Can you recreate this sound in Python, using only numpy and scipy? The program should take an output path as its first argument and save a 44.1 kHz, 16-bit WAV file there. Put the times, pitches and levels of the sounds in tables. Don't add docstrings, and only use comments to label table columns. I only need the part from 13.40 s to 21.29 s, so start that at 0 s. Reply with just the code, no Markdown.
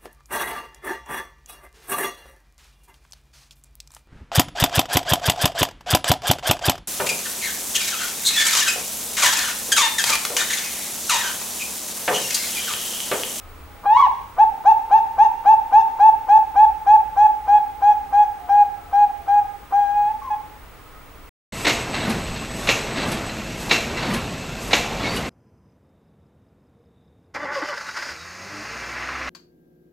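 import sys
import numpy as np
from scipy import signal
from scipy.fft import rfft, irfft, next_fast_len
from scipy.io import wavfile
from scipy.ndimage import map_coordinates

SR = 44100
rng = np.random.default_rng(int(sys.argv[2]) if len(sys.argv) > 2 else 0)


def master_out(mix):
    frames = np.transpose(np.atleast_2d(mix))
    ceiling = np.clip(frames, -1, 1)
    pcm = np.round(ceiling * 32767).astype(np.int16)
    wavfile.write(sys.argv[1], SR, pcm)


N = 348081

# time_s, pitch_hz, level_db
OPENING_CONTOUR = [(.453, 800, -18.5), (.49, 823, -16.5), (.53, 892, -11), (.563, 961, -9.5),
                   (.573, 1092, -11.5), (.603, 1137, -14.5), (.636, 1014, -14), (.664, 918, -12.5),
                   (.679, 694, -23.5)]
LONG_COO_CONTOUR = [(6.321, 783.5, -17.5), (6.365, 815.3, -16), (6.42, 819, -16), (6.46, 811.4, -18),
                    (6.518, 818, -21), (6.57, 829.7, -20.5), (6.662, 825.7, -22.5), (6.691, 855.5, -23),
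                    (6.726, 875, -29)]
# start_s, end_s, top_hz, peak_db
COO_RUN = [ (0.981, 1.044, 887, -10.5), (1.252, 1.326, 901.7, -9.5), (1.509, 1.593, 907.4, -10),
           (1.781, 1.87, 923.5, -9.5), (2.054, 2.145, 895.4, -10), (2.323, 2.421, 903.2, -9.5),
           (2.594, 2.698, 891.4, -10.5), (2.884, 2.986, 877.3, -11), (3.156, 3.259, 873.6, -11),
           (3.464, 3.571, 871.6, -11), (3.765, 3.875, 860, -12.5), (4.077, 4.192, 843, -12.5),
           (4.418, 4.533, 841.7, -13), (4.725, 4.845, 839.9, -13.5), (5.089, 5.236, 825.9, -13.5),
           (5.526, 5.654, 826.5, -14), (5.876, 6.004, 824.6, -15)]
# start_s, end_s, first_hz, last_hz, level_db
END_NOTES = [(6.815, 6.895, 1111, 1009, -31.5), (6.899, 6.954, 855, 828, -23)]
# catch_s, level_db, flap_count
HELD_CREAKS = [(.459, -21, 9), (6.329, -24, 8)]
# freq_hz, gain_db
THROAT_RESPONSE = [(1300, -43), (1620, -34), (1800, -44.5), (2350, -49), (2700, -44), (3150, -55.5),
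                   (3550, -56), (4200, -63.5), (5000, -66.5), (5800, -63.5), (6450, -58.5), (7200, -72),
                   (10000, -79), (14000, -86)]
WIDE_THROAT_RESPONSE = [(1620, -31), (1900, -43.5), (2300, -40), (2600, -41.5), (3400, -50.5), (3900, -54),
                        (4600, -66), (5200, -68), (5800, -69.5), (7000, -77.5), (14000, -88)]
# delay_ms, gain_db
LEFT_ECHOES = [(2.1, -26), (5.95, -3.5), (14.9, -10), (24.09, -14.5), (39.8, -16), (48.13, -11),
               (56.23, -14.5), (64.26, -11.5), (81.12, -23.5), (109.97, -31)]
RIGHT_ECHOES = [(2.59, -12.5), (5.99, -1), (6.87, -10.5), (13.99, -9), (24.13, -11.5), (39.94, -12.5),
                (51.68, -7), (63.18, -6), (82.36, -11.5), (92.67, -19)]
# freq_hz, t60_s
ROOM_DECAY = [(300, 0.87), (900, 0.5), (2500, 0.56), (6500, 0.76), (14000, 0.15)]
CAGE_DECAY = [(1000, 0.32), (14000, 0.037)]
# start_s, end_s, first_hz, last_hz, level_db
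FAR_COOS = [(0, .09, 1270, 1257, -54.5), (.25, .4, 836, 813, -52), (4.97, 5.209, 735, 697, -39),
            (5.33, 5.52, 720, 697, -47.5), (5.355, 5.568, 1345, 1245, -52), (5.652, 5.864, 707, 679, -49),
            (5.807, 6.254, 1254, 1223, -53.5), (7.396, 7.633, 1296, 1246, -55)]
# freq_hz, relative_density_db
RASP_SPECTRUM = [(400, -15.5), (900, 3.5), (2600, -6.5), (4200, -14), (6200, -12), (8000, -25),
                 (14000, -25.5)]
RUMBLE_SPECTRUM = [(12, -16.5), (22, 5.5), (33, -3.5), (50, 3.5), (72, 1), (105, -7), (135, -9),
                   (200, -35.5), (350, -120)]
AIR_SPECTRUM = [(65, -40), (110, -6.5), (135, -14), (165, -2.5), (215, -9), (285, -1.5), (350, -8),
                (430, -3.5), (540, -7.5), (700, -7), (1250, -5.5), (1660, -11.5), (2100, -11.5),
                (4000, -21), (6450, -26), (15000, -27.5)]
# freq_hz, correlation
NOISE_CORRELATION = [(60, .82), (200, 0.45), (600, 0.72), (2500, 0.47), (5000, 0.13), (8000, 0.98),
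                     (14000, 1)]
# start_s, end_s, pitch_hz, level_db
DRONE_TONES = [(0, .38, 77.2, -44), (3.007, 4.046, 57.16, -45), (3.805, 4.7, 60.6, -47),
               (5.094, 5.552, 81.5, -52), (5.852, 6.208, 100.8, -52)]
# freq_hz, level_db
WHISTLE_TONES = [(11698, -80), (15127, -77), (15525, -73), (15575, -71), (15625, -60), (15675, -72)]

EASY_HZ, EASY_DB = 812.4, -14
CATCH_HZ, FULL_COO_S, HURRY_HZ_PER_S = 789.8, .113, 1150
FILL_S, SWELL_DB = .084, 5
CLOSE_S, SAG_DB, DROP_PER_HZ, MAX_DROP_HZ = .021, 3.9, 2.8, 152


def dove():
    song = np.zeros(N)
    opening = held_note(OPENING_CONTOUR, WIDE_THROAT_RESPONSE, force_db_per_hz=.0296)
    add(song, OPENING_CONTOUR[0][0], opening)
    add(song, LONG_COO_CONTOUR[0][0], held_note(LONG_COO_CONTOUR, THROAT_RESPONSE))
    for start_s, end_s, top_hz, peak_db in COO_RUN:
        add(song, start_s, coo(end_s - start_s, top_hz, peak_db))
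        lead_s, flaps = creak(level_db=-20.5 - 1.5 * start_s, gap_ratio=1.22, count=6)
        add(song, start_s - lead_s + .002, flaps)
    for start_s, end_s, first_hz, last_hz, level_db in END_NOTES:
        contour = [(start_s, first_hz, level_db), (end_s, last_hz, level_db)]
        add(song, start_s, held_note(contour, THROAT_RESPONSE))
    for catch_s, level_db, count in HELD_CREAKS:
        lead_s, flaps = creak(level_db, gap_ratio=1.16, count=count)
        add(song, catch_s - lead_s, flaps)
    return song


def coo(length_s, top_hz, peak_db, force_db_per_hz=.0156):
    t = np.arange(0, length_s, 1 / SR)
    unfilled = np.clip(1 - t / min(FILL_S, length_s - CLOSE_S), 0, 1)
    closing = np.clip(1 - (length_s - t) / CLOSE_S, 0, 1)
    first_hz = CATCH_HZ - HURRY_HZ_PER_S * max(FULL_COO_S - length_s, 0)
    drop_hz = np.clip(DROP_PER_HZ * (top_hz - EASY_HZ), 0, MAX_DROP_HZ)
    pitch_hz = top_hz - (top_hz - first_hz) * unfilled ** 1.5 - drop_hz * closing ** 2.61
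    tone = amp(peak_db - SWELL_DB * unfilled ** 2.8 - SAG_DB * closing ** 2)
    drive = overtone_drive(t, peak_db, top_hz, force_db_per_hz)
    return syrinx(t, pitch_hz, tone, drive, roughness(top_hz), THROAT_RESPONSE)


def held_note(contour, throat, force_db_per_hz=0):
    time_s, *columns = np.transpose(contour)
    t = np.arange(0, time_s[-1] - time_s[0], 1 / SR)
    pitch_hz, level_db = [np.interp(time_s[0] + t, time_s, column) for column in columns]
    drive = overtone_drive(t, level_db, pitch_hz, force_db_per_hz)
    return syrinx(t, pitch_hz, amp(level_db), drive, roughness(pitch_hz), throat)


def syrinx(t, pitch_hz, tone, drive, rough, throat, attack_s=.0074, release_s=.008):
    n = len(t)
    gate = np.clip(t / attack_s, 0, 1) * np.clip((t[-1] - t) / release_s, 0, 1)
    tone, drive = gate * tone, gate * drive
    pitch_hz = pitch_hz - 137 * np.exp(-t / .002)
    jitter = .017 * rough * wobble(450, n)
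    phase = 2 * np.pi * np.cumsum(pitch_hz * (1 + jitter)) / SR
    overtones = np.zeros(n)
    for k in range(2, 15):
        growth = (drive + 1e-6) ** (min(k, 8) / 10)
        flutter_db = .48 * min(k - 1, 7) * wobble(90, n)
        drift_rad = (k / 11) ** 2 * wobble(120, n)
        overtones += growth * amp(along(throat, k * pitch_hz) + flutter_db) * np.sin(k * phase + drift_rad)
    turbulence = rng.standard_normal(n) * (1 + np.sin(phase))
    rasp = unit_rms(filtered(turbulence, lambda hz: amp(along(RASP_SPECTRUM, hz))))
    return np.sqrt(2) * (tone * np.sin(phase) + drive * overtones) + amp(-37) * drive * rough * rasp


def overtone_drive(t, level_db, pitch_hz, force_db_per_hz):
    bite_db = 2.5 * np.exp(-t / .023)
    force_db = force_db_per_hz * (pitch_hz - EASY_HZ)
    return amp(-3 + .42 * (level_db - EASY_DB) + bite_db + force_db)


def roughness(pitch_hz):
    return np.interp(pitch_hz, [EASY_HZ, EASY_HZ + 170], [.089, .36])


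def creak(level_db, gap_ratio, count, last_gap_s=.00145, ring_hz=930, rise_s=.00085, growth_db=8):
    t = np.arange(SR // 20) / SR
    flaps_left = np.arange(count)
    gaps_s = last_gap_s * gap_ratio ** flaps_left * np.exp(.04 * rng.standard_normal(count))
    leads_s = np.cumsum(gaps_s)
    onsets_s = leads_s[-1] - leads_s[:, None]
    age = np.maximum(t - onsets_s, 0) / rise_s
    rings = age ** 3 * np.exp(3 * (1 - age)) * np.sin(2 * np.pi * ring_hz * rise_s * age)
    return leads_s[-1], amp(level_db - growth_db * flaps_left / count) @ rings


def walls(song, echoes):
    def response(hz):
        taps = sum(amp(db) * np.exp(-2j * np.pi * hz * delay_ms / 1000) for delay_ms, db in echoes)
        return amp(along([(1250, 0), (1550, -7)], hz)) * taps
    return filtered(song, response)


def cage_bars(song, corner_hz=3200):
    treble = filtered(song, lambda hz: hz ** 3 / (hz ** 3 + corner_hz ** 3))
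    return reverberation(treble, CAGE_DECAY, build_s=.002, shared=0)


def reverberation(x, decay, build_s, shared):
    hz, t, noise = signal.stft(rng.standard_normal((2, SR)), SR, nperseg=256)
    envelope = amp(-60 * t / along(decay, hz)[:, None]) * np.clip(t / build_s, 0, 1) ** 3
    mid, side = signal.istft(noise * envelope, SR, nperseg=256)[1]
    tail = np.array([mid + (1 - shared) * side, mid - (1 - shared) * side])
    return signal.fftconvolve(x[None], tail / np.linalg.norm(tail[0]), axes=1)[:, :N]


def far_doves():
    calls = np.zeros(N)
    for start_s, end_s, first_hz, last_hz, level_db in FAR_COOS:
        n = round((end_s - start_s) * SR)
        pitch_hz = np.linspace(first_hz, last_hz, n) * (1 + .0027 * wobble(45, n))
        phase = 2 * np.pi * np.cumsum(pitch_hz) / SR
        add(calls, start_s, amp(level_db) * signal.windows.tukey(n, .5) * np.sin(phase))
    return calls


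def rumble(level_db=-48, swell_db=.6):
    return amp(level_db + swell_db * wobble(1.2, N)) * stereo_noise(RUMBLE_SPECTRUM)


def drones():
    track = np.zeros(N)
    for start_s, end_s, pitch_hz, level_db in DRONE_TONES:
        n = round((end_s - start_s) * SR)
        phase = 2 * np.pi * pitch_hz * np.arange(n) / SR + .7 * wobble(13, n)
        add(track, start_s, amp(level_db) * signal.windows.tukey(n, .3) * np.sin(phase))
    return track


def air(level_db=-47.5):
    return amp(level_db) * stereo_noise(AIR_SPECTRUM)


def whistle():
    t = np.arange(N) / SR
    tones = sum(amp(db) * np.sin(2 * np.pi * (hz * t + rng.random())) for hz, db in WHISTLE_TONES)
    return np.sqrt(2) * tones * (1 + .25 * wobble(110, N))


def stereo_noise(spectrum):
    def response(hz):
        angle = np.arccos(np.clip(along(NOISE_CORRELATION, hz), -1, 1)) / 2
        return amp(along(spectrum, hz)) * np.array([np.cos(angle), np.sin(angle)])
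    mid, side = filtered(rng.standard_normal((2, N)), response)
    return np.array([mid + side, mid - side]) / np.std(mid)


def amp(db):
    return 10 ** (np.asarray(db) / 20)


def unit_rms(x):
    return x / np.sqrt(np.mean(x ** 2) + 1e-20)


def along(points, hz):
    freq_hz, values = np.transpose(points)
    return np.interp(np.log(hz + 1), np.log(freq_hz + 1), values)


def wobble(rate_hz, n):
    return map_coordinates(rng.standard_normal(SR // 4), [np.arange(n) * rate_hz / SR], mode="wrap")


def filtered(x, response):
    n = x.shape[-1]
    size = next_fast_len(n + 8192)
    return irfft(rfft(x, size) * response(np.fft.rfftfreq(size, 1 / SR)), size)[..., :n]


def add(track, start_s, sound):
    part = track[max(round(start_s * SR), 0):][:len(sound)]
    part += sound[:len(part)]


def scene():
    song, far = dove(), far_doves()
    near = np.array([song + walls(song, LEFT_ECHOES), song + walls(song, RIGHT_ECHOES)])
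    arrival_s = np.array([[0], [30e-6]])
    near = amp([[-.4], [-2.3]]) * filtered(near, lambda hz: np.exp(-2j * np.pi * hz * arrival_s))
    late = amp([[-15.5], [-13.5]]) * reverberation(song, ROOM_DECAY, build_s=.12, shared=.4)
    scatter = amp([[1.5], [0]]) * cage_bars(song)
    distant = far + amp(-3) * reverberation(far, ROOM_DECAY, build_s=.05, shared=.6)
    return near + late + scatter + distant + rumble() + drones() + air() + whistle()


def record(dry, top_hz=15850):
    return filtered(dry, lambda hz: hz < top_hz)


dry = scene()
out = record(dry)
master_out(out)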